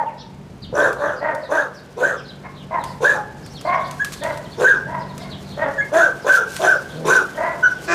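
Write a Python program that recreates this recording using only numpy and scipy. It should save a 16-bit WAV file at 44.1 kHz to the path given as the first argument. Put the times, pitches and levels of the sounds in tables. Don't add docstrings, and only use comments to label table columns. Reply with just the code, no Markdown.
import sys
import numpy as np
from scipy import signal
from scipy.fft import rfft, irfft
from scipy.io import wavfile
from scipy.ndimage import uniform_filter1d, minimum_filter1d

SR = 44100
rng = np.random.default_rng(int(sys.argv[2]) if len(sys.argv) > 2 else 0)


def bounce(signal):
    frames = np.transpose(np.atleast_2d(signal))
    limited = np.clip(frames, -1, 1)
    pcm = np.round(limited * 32767).astype(np.int16)
    wavfile.write(sys.argv[1], SR, pcm)


N = 350550
TIME = np.arange(N) / SR
SHIMMER_DB = 2.5


def from_db(db):
    return 10 ** (np.asarray(db) / 20)


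def rms_one(x):
    return x / np.sqrt(np.mean(x ** 2) + 1e-20)


def curve(points):
    return np.interp(TIME, *np.transpose(points))


def seconds(length):
    return np.arange(int(length * SR)) / SR


def add(out, start_s, x):
    at = int(round(start_s * SR))
    x = x[max(-at, 0):N - at]
    out[max(at, 0):max(at, 0) + len(x)] += x


def low_pass(x, hz):
    return signal.sosfilt(signal.butter(2, hz, fs=SR, output="sos"), x)


def drift(rate_hz):
    return rms_one(low_pass(rng.standard_normal(N + SR), rate_hz)[SR:])


def quiver(size, rate_hz):
    return rms_one(low_pass(rng.standard_normal(SR), rate_hz))[-size:]


def noise(colour):
    hz, db = np.transpose(colour)
    log_hz = np.log(np.arange(N // 2 + 1) * SR / N + 1)
    gain = from_db(np.interp(log_hz, np.log(hz), db, left=-80, right=-80))
    return rms_one(irfft(rfft(rng.standard_normal(N)) * gain, N))


def even(x):
    return x / np.sqrt(uniform_filter1d(x ** 2, size=700) + 1e-12)


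def sag(t, attack, release, depths, order=2):
    before = depths[0] * (1 - t / attack) ** order
    after = depths[1] * ((t - attack) / release) ** order
    return np.where(t < attack, before, after)


def folds(pitch, rough, jitter=0.12):
    wobble, air = np.random.default_rng(rng.integers(2 ** 31)).standard_normal((len(pitch), 2)).T
    cycles = np.cumsum(pitch * (1 + jitter * rough * rms_one(low_pass(wobble, 123.6)))) / SR
    pulses = rms_one(sum(np.cos(2 * np.pi * k * cycles) for k in range(1, 25)))
    puffs = 1.88 * air * (1 + np.cos(2 * np.pi * cycles))
    strong_weak = 1 + rough * np.cos(np.pi * cycles)
    return (1 - rough) * pulses * strong_weak + rough * puffs


def throat(x, resonances):
    out = 0
    for hz, width, db in resonances:
        b, a = signal.iirpeak(hz, hz / (1.55 * width), fs=SR)
        out = out + from_db(db) * signal.lfilter(b, a, signal.lfilter(b, a, x))
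    return out


def mouth(x, hz, width_hz):
    turn = np.exp(2j * np.pi * np.cumsum(hz) / SR)
    return 2 * np.real(low_pass(x / turn, width_hz / 2) * turn)


def whistle(pitch, waver, overtone_db):
    wobble = rms_one(low_pass(rng.standard_normal(SR // 2), 142))[-len(pitch):]
    phase = 2 * np.pi * np.cumsum(pitch * (1 + waver * wobble)) / SR
    return np.sqrt(2) * (np.sin(phase) + from_db(overtone_db) * (np.sin(2 * phase) + np.sin(4 * phase)))


def reverb(x, fade_s, dull_hz, build_s):
    t = seconds(0.76)
    tail = low_pass(rng.standard_normal(len(t)), dull_hz)
    tail *= from_db(-60 * t / fade_s) * (1 - np.exp(-t / build_s))
    return rms_one(signal.fftconvolve(x, tail)[:N]) * np.std(x)


def machine_hum():
    # pitch_hz, level_db
    tones = [(96, -22), (143.7, -5), (192, -7.5), (240, -14)]
    # time_s, level_db
    loudness = [(0.0, -38), (1.66, -42), (2.79, -34), (3.1, -39.5), (5.49, -30.5), (5.98, -40)]
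    hum = 0
    for hz, db in tones:
        level = from_db(curve(loudness) + db + 1.14 * drift(3.7))
        hum = hum + level * np.sin(2 * np.pi * hz * TIME + 0.26 * drift(5.0))
    return hum


def rumble():
    # time_s, level_db
    loudness = [(0.0, -48.5), (.68, -36.5), (1.68, -49), (2.81, -40), (5.58, -38), (6.02, -42.5)]
    # frequency_hz, level_db
    colour = [(25, -22), (48, -5.5), (110, 0), (160, 2.5), (280, -7), (600, -36)]
    return from_db(curve(loudness)) * noise(colour)


def far_din(start_db=-47, rise_db_per_s=1.1341):
    # frequency_hz, level_db
    colour = [(200, -4.5), (400, 3.5), (1000, -6.5), (5000, -22.5), (15000, -50)]
    return from_db(start_db + rise_db_per_s * TIME) * noise(colour)


def scuffs(grit_db=2.0, uneven_db=2):
    # time_s, level_db
    loudness = [(0.0, -64.5), (3.4, -59), (4.1, -51.5), (4.9, -57), (6.9, -49.5), (7.95, -50.5)]
    # start_s, length_s, level_db
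    scrapes = [(4.114, 0.045, -35.5), (6.291, 0.12, -28), (6.437, 0.25, -39), (7.803, 0.078, -43)]
    # frequency_hz, level_db
    colour = [(500, -9), (2000, -2), (6500, 1), (10000, -5), (15000, -11.5)]
    level = from_db(curve(loudness) + uneven_db * drift(16.0))
    for start, length, db in scrapes:
        add(level, start, from_db(db) * signal.windows.hann(int(length * SR)))
    return level * from_db(grit_db * drift(220)) * noise(colour)


def kennel_dogs(bend=0.17, skew=.82, shut_db=15, throat_sag=0.062):
    # start_s, length_s, level_db, pitch_hz, mouth_hz, jaw_db, fall_share
    barks = [(-.066, 0.12, -12.5, 309.2, 598, 10, -0.027), (1.198, 0.16, -17, 313, 630, -4, 0.03),
             (2.431, 0.06, -35, 462, 720, -1, -0.0026), (2.702, 0.13, -19, 328.3, 634, 6.5, 0.31),
             (3.138, 0.084, -22.5, 286.2, 555, 12, 0.0043), (3.645, 0.17, -15, 361.4, 710, 2.5, -0.023),
             (4.206, 0.14, -20.5, 337.4, 647, -2.5, -0.08), (4.856, 0.2, -24.5, 333.1, 634, 4.5, 0.01),
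             (5.174, 0.19, -38, 353.5, 712, -7, .04), (5.568, 0.14, -17, 316, 615, -5.5, 0.054),
             (7.345, 0.24, -20, 338.3, 654, -2.5, -0.056)]
    # frequency_hz, width_hz, level_db
    resonances = [(615, 150, 3), (918, 110, 8), (1507, 610, -4.5), (1832, 144, 0.5)]
    out = np.zeros(N)
    for start, length, db, pitch_hz, mouth_hz, jaw_db, fall in barks:
        progress = seconds(length) / length
        push = np.sin(np.pi * progress ** skew)
        shut = 1 - np.sin(np.pi * progress)
        glide = 1 - fall * (progress - .5)
        pitch = pitch_hz * glide * (1 - bend * (1 - push) + 0.0265 * quiver(len(push), 46.2))
        source = folds(pitch, rough=.32, jitter=.14)
        smallness = mouth_hz / resonances[0][0] * glide * (1 - throat_sag * shut)
        vowel = 0
        for k, (hz, width, ring_db) in enumerate(resonances):
            gain = from_db(ring_db + jaw_db * (k == 1) - shut_db * shut * (k > 0))
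            vowel = vowel + gain * mouth(source, hz * smallness, width)
        add(out, start, from_db(db + SHIMMER_DB * quiver(len(push), 53)) * push * even(vowel))
    return out


def bird(length_s=0.066, chirp_fall=0.39, twitter_count=70, twitter_db=-60, twitter_hz=4700):
    # start_s, first_hz, level_db
    chirps = [(0.617, 4900, -50), (2.275, 4870, -52), (3.536, 4490, -53.5), (3.835, 4700, -56.5),
              (4.195, 4300, -52.5), (4.506, 4840, -55.5), (5.303, 4680, -49), (5.485, 4710, -56)]
    clear = [(*chirp, chirp_fall) for chirp in chirps]
    twitter = [(when * N / SR, twitter_hz * (.7 + .6 * high), twitter_db, 0.55 * steep)
               for when, high, steep in rng.random((twitter_count, 3))]
    out = np.zeros(N)
    for start, first_hz, db, fall in clear + twitter:
        progress = np.linspace(0, 1, int(length_s * rng.uniform(0.65, 1.3) * SR))
        tone = whistle(first_hz * (1 - fall * progress), waver=0.0697, overtone_db=-55)
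        add(out, start, from_db(db) * np.sin(np.pi * progress) * tone)
    return out


def near_dog(middle_hz=1066, shriek_hz=1668, band_hz=(336, 1670), rise_db=15.5, fade_db_per_s=132):
    # start_s, attack_s, release_s, voice_rise_s, voice_db, mouth_hz,
    # rough_share, rasp_db, middle_db
    barks = [(.722, 0.088, 0.13, 0.089, -12, 575, 0.46, -41, -6.5),
             (.96, 0.091, 0.15, 0.078, -19, 601.3, .35, -52.5, -3.5),
             (1.486, 0.062, 0.13, 0.042, -15.5, 619, 0.24, -45, -1.5),
             (1.96, .112, .11, 0.062, -17, 544.6, 0.43, -44.5, -7),
             (3.0, 0.089, .12, 0.043, -15.5, 564, 0.38, -39, -2),
             (4.572, 0.097, .11, 0.063, -13, 486.3, 0.59, -37.5, -4.5),
             (5.915, .062, .125, 0.048, -11, 666.6, 0.21, -37, -8),
             (6.24, 0.062, 0.13, 0.068, -12.5, 577.6, 0.43, -34, -3),
             (6.59, 0.071, .11, 0.056, -13.5, 684.3, 0.54, -35.5, -9.5),
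             (7.04, 0.081, 0.11, 0.055, -12, 438.6, 0.58, -31.5, -1)]
    # frequency_hz, width_hz, level_db
    resonances = [(426, 149, -2)]
    # frequency_hz, level_db
    air_colour = [(1500, -10), (2500, 3.5), (3100, -8.5), (4400, -9), (5100, -12), (8500, -10.5),
                  (9400, -8.5), (15000, -21.5)]
    voice, air_level, teeth = np.zeros((3, N))
    for start, attack, release, rise, voice_db, mouth_hz, rough, rasp_db, middle_db in barks:
        t = seconds(attack + release)
        edges = signal.windows.tukey(len(t), .06)
        jaw = 1 - sag(t, attack, release, (.2, .3))
        gape = 1 - sag(t, attack, release, (.33, .35))
        lurch = 1 + .09 * rough * quiver(len(t), 45)
        source = folds(mouth_hz / 2 * jaw * lurch, rough, jitter=0.153)
        low = from_db(3) * mouth(source, mouth_hz * jaw, width_hz=130)
        middle = from_db(middle_db) * mouth(source, middle_hz * jaw, width_hz=220)
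        hoarse = even(low + throat(source, resonances) + middle)
        drop_db = np.maximum(rise_db * (1 - t / rise), fade_db_per_s * (t - rise))
        shriek_db = -4 - sag(t, attack, release, (40, 21))
        shriek = from_db(shriek_db) * even(mouth(source, shriek_hz * gape, width_hz=320))
        level = from_db(voice_db + SHIMMER_DB * quiver(len(t), 116)) * edges
        add(voice, start, level * (from_db(-drop_db) * hoarse + shriek))
        rush_db = rasp_db - sag(t, rise, attack + release - rise, (37, 28), order=3)
        rush = from_db(rush_db) * edges * (1 + 0.47 * hoarse)
        add(air_level, start, rush)
        add(teeth, start, rush * teeth_rasp(len(t), jaw))
    squeal, squeal_level = squeals()
    voice = signal.sosfilt(signal.butter(4, band_hz, "band", fs=SR, output="sos"), voice)
    voice /= np.hypot(1, squeal_level / 0.18)
    air = air_level * noise(air_colour) * from_db(1.9 * drift(190))
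    return voice + squeal + teeth + air


def teeth_rasp(size, jaw, scatter=0.037, flicker_db=4, follow=0.23, wander=0.038):
    # frequency_hz, width_hz, level_db
    bands = [(3650, 310, -5), (6180, 230, -3.5), (7240, 300, -8)]
    out = 0
    for hz, width, db in bands:
        centre = hz * jaw ** follow * (1 + scatter * rng.standard_normal() + wander * quiver(size, 33))
        ring = mouth(rng.standard_normal(SR)[:size], centre, width)
        out = out + from_db(db + flicker_db * quiver(size, 58)) * rms_one(ring)
    return out


def squeals(edge_share=0.32, scoop=0.1201):
    # start_s, length_s, level_db, top_hz, fall_share
    calls = [(0.781, 0.095, -17, 1620, 0.043), (1.566, 0.048, -17.5, 1645, 0.028),
             (2.027, 0.05, -15.5, 1595, 0.02), (3.04, 0.075, -11, 1687, 0.0054),
             (4.639, 0.1, -7.5, 1672, 0.14), (5.999, 0.076, -13.5, 1569, 0),
             (6.286, 0.105, -7.5, 1628, 0.25), (6.666, 0.076, -11, 1610, 0.19),
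             (7.095, 0.11, -11.5, 1610, 0.29)]
    out, strength = np.zeros((2, N))
    for start, length, db, top_hz, fall in calls:
        progress = seconds(length) / length
        pitch = top_hz * (1 - scoop * (1 - progress) ** 3 - fall * progress ** 4)
        level = from_db(db) * signal.windows.tukey(len(progress), edge_share)
        add(out, start, level * whistle(pitch, waver=0.028, overtone_db=-36.5))
        add(strength, start, level)
    return out, strength


def ticks(fade_s=0.025, rattle_db=-16, rattle_fade_s=0.77, gain_db=-8.5):
    # start_s, level_db
    hits = [(0.9295, -25), (1.3486, -27.5), (2.839, -20), (3.462, -28), (3.6112, -26), (3.911, -22),
            (4.047, -14.5), (4.1213, -23.5), (4.236, -17.5), (4.374, -28), (5.179, -23.5), (6.565, -15.5)]
    # frequency_hz, level_db
    colour = [(1000, 9), (2900, 4), (8500, 1.5), (12000, -5.5), (15000, -11)]
    level, t = np.zeros(N), seconds(0.16)
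    fade = from_db(-60 * t / fade_s) + from_db(rattle_db - 60 * t / rattle_fade_s)
    for start, db in hits:
        add(level, start, from_db(db) * fade)
    return from_db(gain_db) * level * noise(colour)


def yelps():
    # start_s, length_s, level_db, first_hz, last_hz
    calls = [(3.991, 0.045, -18.5, 1536, 1770), (5.775, 0.044, -17, 1778, 1630),
             (5.804, 0.037, -29, 2060, 2190), (5.944, 0.018, -30, 1930, 1800),
             (7.622, 0.066, -8.5, 1526, 1503)]
    out = np.zeros(N)
    for start, length, db, first_hz, last_hz in calls:
        size = int(length * SR)
        tone = whistle(np.linspace(first_hz, last_hz, size), waver=0.02, overtone_db=-32.0)
        add(out, start, from_db(db) * signal.windows.tukey(size, .7) * tone)
    return out


def voiced_call(start, length, db, pitch_hz, rough, resonances, bend):
    push = np.sin(np.pi * seconds(length) / length)
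    source = folds(pitch_hz * (1 - bend * (1 - push)), rough)
    out = np.zeros(N)
    add(out, start, from_db(db) * push ** 0.72 * even(throat(source, resonances)))
    return out


def growl():
    # start_s, length_s, level_db, top_hz, rough_share
    calls = [(6.92, 0.288, -27.5, 160.8, 0.36)]
    # frequency_hz, width_hz, level_db
    resonances = [(176, 103, -7), (495, 100, -5.5)]
    return sum(voiced_call(*call, resonances, bend=0.0464) for call in calls)


def woof():
    # start_s, length_s, level_db, top_hz, rough_share
    call = (7.875, .18, -13, 347, .25)
    # frequency_hz, width_hz, level_db
    resonances = [(369, 23, 8), (650, 150, -1), (1170, 66, 4.5), (1610, 220, 3), (2470, 65, 0),
                  (5400, 2200, -21.5)]
    return voiced_call(*call, resonances, bend=0.0384)


def scene():
    # delay_s, level_db
    echoes = [(0.0137, -6), (.034, -11.5), (.061, -11)]
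    near = near_dog() + yelps() + growl() + woof()
    slaps = sum(from_db(db) * np.interp(TIME - delay, TIME, near, left=0) for delay, db in echoes)
    yard = from_db(-13) * reverb(near, fade_s=0.69, dull_hz=2050, build_s=0.0047)
    far = kennel_dogs()
    pens = from_db(-3) * far + from_db(-4.5) * reverb(far, fade_s=0.64, dull_hz=2150, build_s=0.0012)
    chirps = bird()
    song = from_db(11) * chirps + from_db(9) * reverb(chirps, fade_s=0.38, dull_hz=8350, build_s=0.0013)
    walk = ticks() + scuffs()
    background = machine_hum() + rumble() + far_din()
    return (near + slaps + yard + pens + song + walk + background)[None]


def record(dry, ceiling=0.64, release_db_per_s=45, cutoff_hz=15300):
    over_db = 20 * np.log10(np.maximum(np.abs(dry[0]) / ceiling, 1))
    held_db = np.maximum.accumulate(over_db + release_db_per_s * TIME) - release_db_per_s * TIME
    gain = uniform_filter1d(minimum_filter1d(from_db(-held_db), size=89), size=89)
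    return signal.sosfilt(signal.ellip(10, .1, 80, cutoff_hz, fs=SR, output="sos"), dry * gain)


dry = scene()
out = record(dry)
bounce(out)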